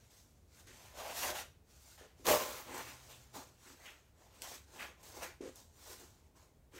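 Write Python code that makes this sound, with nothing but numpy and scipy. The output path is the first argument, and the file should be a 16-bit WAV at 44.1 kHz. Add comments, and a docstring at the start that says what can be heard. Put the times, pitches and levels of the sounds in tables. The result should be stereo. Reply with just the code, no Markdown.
"""A stiff tablecloth is shaken out in a small furnished room. It swishes up in a few pulls as its threads
catch and slip, then whips tight once, and its shove of air sets the room ringing in a short boom.
Afterwards it hangs and is turned in the hands: it rustles, folds flap and scrape, and creases tick.
The room adds a short echo, and a faint low rumble and hum lie under it all."""
import sys
import numpy as np
from scipy import signal
from scipy.fft import rfft, irfft, next_fast_len
from scipy.io import wavfile
from scipy.ndimage import uniform_filter1d, map_coordinates

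SR = 44100
rng = np.random.default_rng(int(sys.argv[2]) if len(sys.argv) > 2 else 0)


def log_audio(samples):
    """Write samples as a 16-bit WAV file to the path given in sys.argv[1]."""
    # one column per channel
    frames = np.atleast_2d(samples).T
    # limit to full scale, then quantise
    limited = np.clip(frames, -1, 1)
    pcm = np.round(limited * 32767).astype(np.int16)
    wavfile.write(sys.argv[1], SR, pcm)


N = 299423
TAUT_S = 2.296  # the moment the sheet is pulled tight

# The tone colour of the hanging cloth. Each row: frequency in Hz, level in dB.
HANGING_COLOUR = [(150, -10), (260, -4), (420, -3), (620, -2), (830, -0.5), (1100, -3.5), (1400, -7),
                  (2000, -8.5), (2700, -11), (3600, -12), (6700, -11), (10100, -19.5), (13500, -10.5),
                  (15800, -11)]
# The tone colour of the room's air, mostly bass. Each row: frequency in Hz, level in dB.
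AIR_COLOUR = [(20, -38), (35, -8.5), (55, -4), (70, -1), (115, -7.5), (170, -14.5), (400, -20.5),
              (1000, -28.5), (3000, -36.5), (6500, -37), (10000, -43), (15000, -40.5)]
# How alike left and right are in the quieter sounds, with the top treble centred.
# Each row: frequency in Hz, likeness (1 is the same).
LIKENESS = [(100, 0.69), (350, 0.67), (700, 0.29), (1300, 0.14), (2500, 0.22), (4800, -0.3), (6800, 0.11),
            (8300, 0.81), (10000, 1), (14500, 0.96)]
# How alike they are in the lift and loud shake, with the top treble wider. Each row: Hz, likeness.
SHAKE_LIKENESS = [(100, .8), (400, .85), (700, .68), (1400, .22), (3100, -.05), (4800, -.15), (6800, .3),
                  (8300, .2), (10000, .65), (12000, .3), (14500, .5)]


def amp(db):
    """Turns decibels into a gain. A fade time, t60, is the seconds taken to fall by 60 dB."""
    return 10 ** (np.asarray(db) / 20)


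def unit(x):
    """Scales a signal to an average (rms) strength of 1."""
    return x / np.sqrt(np.mean(x ** 2) + 1e-20)


def along(points, hz):
    """Reads between (Hz, value) points on a logarithmic frequency scale."""
    freqs, values = np.transpose(points)
    return np.interp(np.log(hz + 1), np.log(freqs + 1), values)


def wobble(rate):
    """A smooth curve through `rate` random points a second."""
    return map_coordinates(rng.standard_normal(int(N * rate / SR) + 4), [np.arange(N) * rate / SR])


def filtered(x, response):
    """Gives each frequency in x the gain response(hz)."""
    size = next_fast_len(N + SR // 4)
    return irfft(rfft(x, size) * response(np.fft.rfftfreq(size, 1 / SR)), size)[..., :N]


def band(hz, lo_hz, hi_hz):
    """A gain that lets through what lies between two frequencies."""
    return 1 / np.sqrt((1 + (lo_hz / (hz + 1)) ** 10) * (1 + (hz / hi_hz) ** 10))


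def mid_side(hz, alike):
    """How much shared (mid) and opposite (side) sound gives this left-right likeness."""
    turn = np.arccos(np.clip(along(alike, hz), -.98, .98)) / 2
    return np.array([np.cos(turn), np.sin(turn)])


def spread(pair, colour, alike, lo_hz, hi_hz):
    """Turns two unrelated noises into one coloured stereo band whose mid has strength 1."""
    response = lambda hz: amp(along(colour, hz)) * band(hz, lo_hz, hi_hz) * mid_side(hz, alike)
    mid, side = filtered(pair, response)
    return np.array([mid + side, mid - side]) / np.std(mid)


def stroke(t, length, attack, t60):
    """A gain that rises, holds for its length and dies away."""
    return (1 - np.exp(-t / attack)) * amp(-60 * np.maximum(t - length, 0) / t60)


def motion(start, rise, hold, t60):
    """The gain of one movement: the cloth speeds up evenly, keeps its speed, then settles."""
    t = np.arange(N) / SR - start
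    speed = np.clip(t / rise, 0, 1)
    return speed ** 1.42 * amp(-60 * np.maximum(t - rise - hold, 0) / t60)  # faster is louder


def overlap(moves):
    """Adds up the power of several movements, giving one gain curve for each level column."""
    return np.sqrt(sum(np.outer(amp(levels), motion(start, rise, hold, t60)) ** 2
                       for start, rise, hold, t60, *levels in moves))


def still_air():
    """The slowly drifting rumble and faint hiss of the room."""
    # How loud the rumble is. Each row: time in seconds, level in dB.
    rumble_levels = [(0, -67.5), (1.2, -62.5), (1.7, -66.5), (2.7, -65), (4.1, -68.5), (5.3, -64.5),
                     (6.79, -65.5)]
    rumble_db = np.interp(np.arange(N) / SR, *np.transpose(rumble_levels))
    air = rng.standard_normal((2, N))
    rumble = amp(rumble_db) * spread(air, AIR_COLOUR, LIKENESS, lo_hz=32, hi_hz=570)
    hiss = amp(-78) * spread(air, AIR_COLOUR, LIKENESS, lo_hz=600, hi_hz=17000)
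    return rumble + hiss


def hums():
    """Two faint low tones waver in level and pitch; one swells and fades, the other lasts throughout."""
    # Each row: middle in seconds, half length in seconds, pitch in Hz, level in dB.
    swells = [(2.95, 0.59, 124.3, -69), (3.4, 18, 69.96, -79.5)]
    t = np.arange(N) / SR
    tone = lambda hz: np.sqrt(2) * np.sin(2 * np.pi * hz * t + 0.92 * wobble(4.5)) * amp(1.5 * wobble(4))
    return sum(amp(db) * np.exp(-((t - middle) / half) ** 2) * tone(hz) for middle, half, hz, db in swells)


def room(x):
    """The room rings at a few pitches and adds a short echo."""
    # Where the room rings. Each row: pitch in Hz, width in Hz, boost in dB.
    resonances = [(190, 16, 4), (256, 12, 4), (360, 12, 4), (431, 16, 3), (518, 10, 6), (608, 20, 4.5),
                  (846, 16, 5), (920, 14, 3), (1029, 18, 6), (1412, 20, 4), (5843, 30, 7), (6470, 50, 5)]
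    # How long the echo lasts. Each row: frequency in Hz, fade time in seconds.
    echo_times = [(150, 0.2), (600, 0.29), (3000, 0.44), (12000, 0.32)]
    x = filtered(x, lambda f: 1 + sum((amp(db) - 1) * 1j * f * width / (pitch**2 - f**2 + 1j * f * width)
                                      for pitch, width, db in resonances))
    hz, t, noise = signal.stft(rng.standard_normal((2, SR // 2)), SR, nperseg=256)
    decay = amp(-60 * t / along(echo_times, hz)[:, None])
    # Left and right are fairly alike in the bass, wide in the middle, almost the same in the top treble.
    mid, side = signal.istft(noise * decay * mid_side(hz, LIKENESS)[..., None], SR, nperseg=256)[1]
    tail = np.pad([mid + side, mid - side], ((0, 0), (SR // 200, 0)))  # arrives 5 ms late
    return x + amp(-12) * signal.fftconvolve(x, tail / np.linalg.norm(tail[0]), axes=1)[:, :N]


def slips(per_s, clump_db, patchy_db):
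    """Threads catch and let go in clumps of tiny clicks; shifting folds colour them in patches."""
    caught = rng.random((2, N)) < per_s / SR
    clicks = caught * rng.uniform(-0.85, 1, (2, N)) * amp(clump_db * wobble(110))
    spectrum = signal.stft(clicks, nperseg=512)[2]
    folds = uniform_filter1d(rng.standard_normal(spectrum.shape[1:]), size=3, axis=0)  # smooth in pitch
    folds = uniform_filter1d(folds, size=10, axis=1)  # and in time
    return unit(signal.istft(spectrum * amp(patchy_db * unit(folds)), nperseg=512)[1][:, :N])


def flaps():
    """A slack fold slaps over and flutters: a quick uneven run of soft air puffs, with a little rustle."""
    # Each row: start in seconds, level in dB, length in seconds, pitch in Hz, rustle in dB over the flap.
    slack_folds = [(.668, -68, 0.048, 368, 5.5), (1.979, -70, 0.024, 860, 0), (2.01, -63.5, 0.055, 465, -5),
                   (2.196, -63.5, 0.078, 330, -14), (2.492, -56.5, 0.032, 487, -20),
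                   (3.342, -58.5, 0.088, 950, -16), (3.659, -67.5, 0.087, 312, -3),
                   (4.436, -58, 0.043, 805, 0), (5.406, -48.5, 0.089, 362, -12.5),
                   (5.894, -61, 0.053, 423, -5), (6, -63, 0.038, 365, -17.5),
                   (6.736, -63.5, 0.067, 384, -15)]
    t, out = np.arange(SR // 3) / SR, np.zeros((2, N + SR))
    threads = slips(per_s=8100, clump_db=0, patchy_db=0)
    rub = spread(threads, HANGING_COLOUR, LIKENESS, lo_hz=1220, hi_hz=9000)
    rub_gain = np.zeros(N + SR)
    for start, db, length, hz, rustle_db in slack_folds:
        flutter = stroke(t, length, attack=0.002, t60=0.053)
        puffs = (rng.random((2, len(t))) < 1400 / SR) * rng.choice([-1., 1.], (2, len(t)))
        puffs[0, 0] = -5.0  # the first slap is the strongest
        panel = signal.butter(2, [hz * 0.73, hz * 1.29], "band", fs=SR, output="sos")
        mid, side = unit(signal.sosfilt(panel, puffs))
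        at = round(start * SR)
        out[:, at:at + len(t)] += amp(db) * flutter * np.array([mid + .25 * side, mid - 0.55 * side])
        rub_gain[at:at + len(t)] += amp(db + rustle_db) * flutter * (1 - np.exp(-t / 0.0029))
    return out[:, :N] + rub * rub_gain[:N]


def scrapes():
    """The weave of one fold rasps over another, at a pitch set by its speed."""
    # Each row: start in seconds, level in dB before a 5 dB cut, length in seconds, pitch in Hz.
    rubs = [(3.107, -55.5, 0.039, 2800), (3.854, -47.5, 0.032, 2290), (4.792, -42.5, 0.031, 2000),
            (5.221, -47, 0.047, 1730), (6.78, -49, .04, 1980)]
    t, out = np.arange(SR // 2) / SR, np.zeros((2, N + SR))
    for start, db, length, hz in rubs:
        ribs = signal.butter(3, [hz * 0.81, hz * 1.41], "band", fs=SR, output="sos")
        rasp = unit(signal.sosfilt(ribs, rng.standard_normal((2, len(t)))))
        at = round(start * SR)
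        out[:, at:at + len(t)] += amp(db - 5) * rasp * stroke(t, length, attack=0.0015, t60=0.25)
    return out[:, :N]


def snaps():
    """A crease flips with one dry tick; nearby surfaces scatter it."""
    # Each row: start in seconds, peak level in dB, lower edge of the tick's band in Hz.
    creases = [(0.672, -49, 1200), (2.256, -31.5, 1500), (2.268, -19.5, 2010), (2.779, -35.5, 5500),
               (3.349, -52, 2960), (4.42, -28.5, 2700), (4.802, -53, 1500), (5.031, -48, 4800),
               (5.223, -46, 1500), (5.554, -58, 4800), (5.558, -42.5, 4500)]
    t, out = np.arange(SR // 8) / SR, np.zeros((2, N + SR))
    for start, db, edge_hz in creases:
        tick = rng.standard_normal(len(t)) * amp(-60 * t / .006)
        scatter = rng.standard_normal((2, len(t))) * amp(-16 - 60 * t / .11)
        bright = signal.butter(2, [edge_hz, 13000], "band", fs=SR, output="sos")
        snap = signal.sosfilt(bright, tick + scatter)
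        at = round(start * SR)
        out[:, at:at + len(t)] += amp(db) * snap / np.abs(snap).max()
    return out[:, :N]


def rustle(pulls, colour, alike):
    """With each pull broad panels billow and fan the air, creases crumple and the weave slides."""
    gains = overlap([(*timing, db + billow_db, db, db + slide_db)
                     for *timing, db, billow_db, slide_db in pulls])
    billowing, crumpling, sliding = gains * amp(0.74 * wobble(35))  # folds pass unevenly
    panels = slips(per_s=3000, clump_db=-1.06, patchy_db=2.1)
    creases = slips(per_s=9000, clump_db=-0.2, patchy_db=2.1)
    weave = slips(per_s=14000, clump_db=0.68, patchy_db=2.1)
    billow = billowing * spread(panels, colour, alike, lo_hz=206, hi_hz=1140)
    crumple = crumpling * spread(creases, colour, alike, lo_hz=1240, hi_hz=3590)
    slide = sliding * spread(weave, colour, alike, lo_hz=3400, hi_hz=9000)
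    # Faster sliding is brighter: the highest treble grows more steeply than the rest.
    brisk_pull_db = -47.5
    shining = amp(-4.5) * sliding * (sliding / amp(brisk_pull_db)) ** .27
    sheen = shining * spread(weave, colour, alike, lo_hz=9800, hi_hz=17000)
    draught = amp(-22) * billowing * spread(panels, AIR_COLOUR, alike, lo_hz=45.1, hi_hz=164)
    return draught + billow + crumple + slide + sheen


def boom():
    """The whip's shove of air sets the room ringing in a short, wavering, drum-like boom."""
    # Each row: pitch in Hz, level in dB, fade time in seconds.
    tones = [(403.6, -31.5, 0.14), (515, -35, 0.1), (605, -25, 0.18), (853, -44, 0.097), (1060, -29, 0.11)]
    t = np.maximum(np.arange(N) / SR - TAUT_S, 0)
    ringing = sum(amp(db - 60 * t / t60) * np.sin(2 * np.pi * hz * t + .5 * wobble(60))
                  for hz, db, t60 in tones)
    return ringing * (1 - np.exp(-t / 0.0044))


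def whip():
    """A wave runs down the sheet: it shoves the air and its hem crackles, brightest at full speed."""
    # The hard downward shake, its rebound and the sheet sinking.
    # Each row: start, rise, hold and fade time in seconds, air push in dB, crackle in dB.
    moves = [(2.241, 0.049, 0.027, 0.39, -30.5, -32.5), (2.389, 0.011, 0.032, .48, -46.5, -45),
             (2.462, 0.029, .11, 0.35, -58, -52.5)]
    # The tone colour of the shake. Each row: frequency in Hz, level in dB.
    colour = [(50, -8.5), (90, -12.5), (150, -16.5), (200, -13), (280, -9.5), (420, -2.5), (610, -3),
              (730, -6), (1020, -6), (1400, -15.5), (2500, -17), (4700, -20), (6400, -20), (10200, -26.5),
              (14000, -20)]
    pushing, crackling = overlap(moves) * amp(0.5 * wobble(45))  # the sheet flutters unevenly
    sheet = slips(per_s=7300, clump_db=-1.8, patchy_db=2)
    push = spread(sheet, colour, SHAKE_LIKENESS, lo_hz=50, hi_hz=1250)
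    hem = slips(per_s=12000, clump_db=0.2, patchy_db=1)
    crackle = spread(hem, colour, SHAKE_LIKENESS, lo_hz=1210, hi_hz=8750)
    brightness = amp(-3) * (crackling / crackling.max()) ** .08
    fizz = brightness * spread(hem, colour, SHAKE_LIKENESS, lo_hz=10500, hi_hz=16600)
    return pushing * push + crackling * (crackle + fizz)


def scene():
    """The cloth in its room: held up until the hard shake, hanging after it."""
    # The hands pull on the cloth. Each row: start, rise, hold and fade time in seconds,
    # crumple level in dB, then billow and slide in dB over the crumple.
    pulls = [(-.05, 0.043, 0.11, .36, -77.5, -12, 3), (0.093, 0.013, 0.086, 1, -77, -2.5, 8),
             (0.457, 0.14, 0.011, 0.35, -69.5, -6, 5), (0.655, 0.017, .04, 0.31, -67.5, -9, -1),
             (0.714, 0.02, 0.15, 0.57, -65, -3, 0), (0.917, 0.081, 0.12, 0.44, -54, 3, -1.5),
             (1.101, .077, 0.072, .21, -51, -1.5, 4), (1.207, 0.022, 0.074, 0.19, -44, 0.5, -3.5),
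             (1.327, 0.027, 0.05, 0.2, -49, -2, -2.5), (1.628, 0.083, 0.13, 0.24, -76, -3, 6),
             (1.747, 0.12, 0.094, .24, -73.5, -5, 8.5), (1.973, .006, 0.013, 0.58, -62.5, -3.5, -4.5),
             (2.15, .04, 0.069, 0.52, -78, -2, 6), (2.607, 0.14, 0.063, 0.16, -51.5, 1.5, -3),
             (2.797, .023, 0.079, 0.6, -56.5, -4.5, -1), (2.962, 0.13, 0.015, 1.0, -66, -1.5, 4.5),
             (3.323, 0.031, 0.012, 0.48, -59, 3.5, 3.5), (3.516, 0.17, 0.014, 0.58, -65.5, -6, 2),
             (3.725, 0.14, 0.0067, 0.66, -62, -4, -1.5), (4.131, 0.083, 0.024, 0.99, -74, 2.5, 1.5),
             (4.283, 0.078, 0.054, .3, -70.5, -0.5, 2.5), (4.412, 0.013, 0.13, 0.26, -58.5, -4.5, 3),
             (4.636, 0.13, .018, 0.22, -63, 1.5, 1), (4.769, .033, 0.027, 0.32, -49, -5, -7.5),
             (4.953, 0.067, .03, .3, -71.5, 4.5, 3), (5.024, 0.009, 0.082, 0.51, -67, 0.5, 5.5),
             (5.112, 0.047, 0.04, .25, -63, 5, 4), (5.192, 0.039, 0.01, 0.27, -50.5, -0.5, -1.5),
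             (5.417, 0.043, 0.056, 0.67, -69.5, -3.5, 0), (5.545, 0.013, 0.047, .35, -77.5, 5.5, 14.5),
             (5.682, 0.23, .02, .65, -64, -1.5, 6.5), (5.984, .012, 0.01, .5, -68, 0.5, 2.5),
             (6.072, 0.073, .12, .3, -85, 7, 3), (6.336, 0.029, 0.068, 0.4, -75, 4, 3),
             (6.704, 0.062, .05, 0.28, -61, -1, -1.5)]
    # The tone colour of the lifted cloth. Each row: frequency in Hz, level in dB.
    lifted_colour = [(150, -21.5), (260, -16), (400, -10.5), (520, -7), (630, -2), (760, -1.5),
                     (1050, -5.5), (1250, -5.5), (1550, -5.5), (3300, -7), (6600, -5.5), (10200, -12),
                     (13500, -4), (15800, -8.5)]
    lifted = [pull for pull in pulls if pull[0] < TAUT_S]
    hanging = [pull for pull in pulls if pull[0] >= TAUT_S]
    swing = rustle(lifted, lifted_colour, SHAKE_LIKENESS) + whip() + boom()
    handling = rustle(hanging, HANGING_COLOUR, LIKENESS) + flaps() + scrapes() + snaps()
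    return room(swing + handling) + still_air() + hums()


def record(dry):
    """The two microphones differ a little in tone colour, and the very highest treble is cut off."""
    # Each row: frequency in Hz, left level minus right level in dB.
    balance = [(60, -0.5), (200, -1.5), (1200, 0.1), (4400, -4), (8000, 5), (14000, -1)]
    top_hz = 15830
    tilt = lambda hz: amp(np.array([[1], [-1]]) * along(balance, hz) / 2)
    cutoff = lambda hz: np.clip((top_hz - hz) / 240 + .5, 0, 1)
    return filtered(dry, lambda hz: tilt(hz) * cutoff(hz))


dry = scene()
out = record(dry)
log_audio(out)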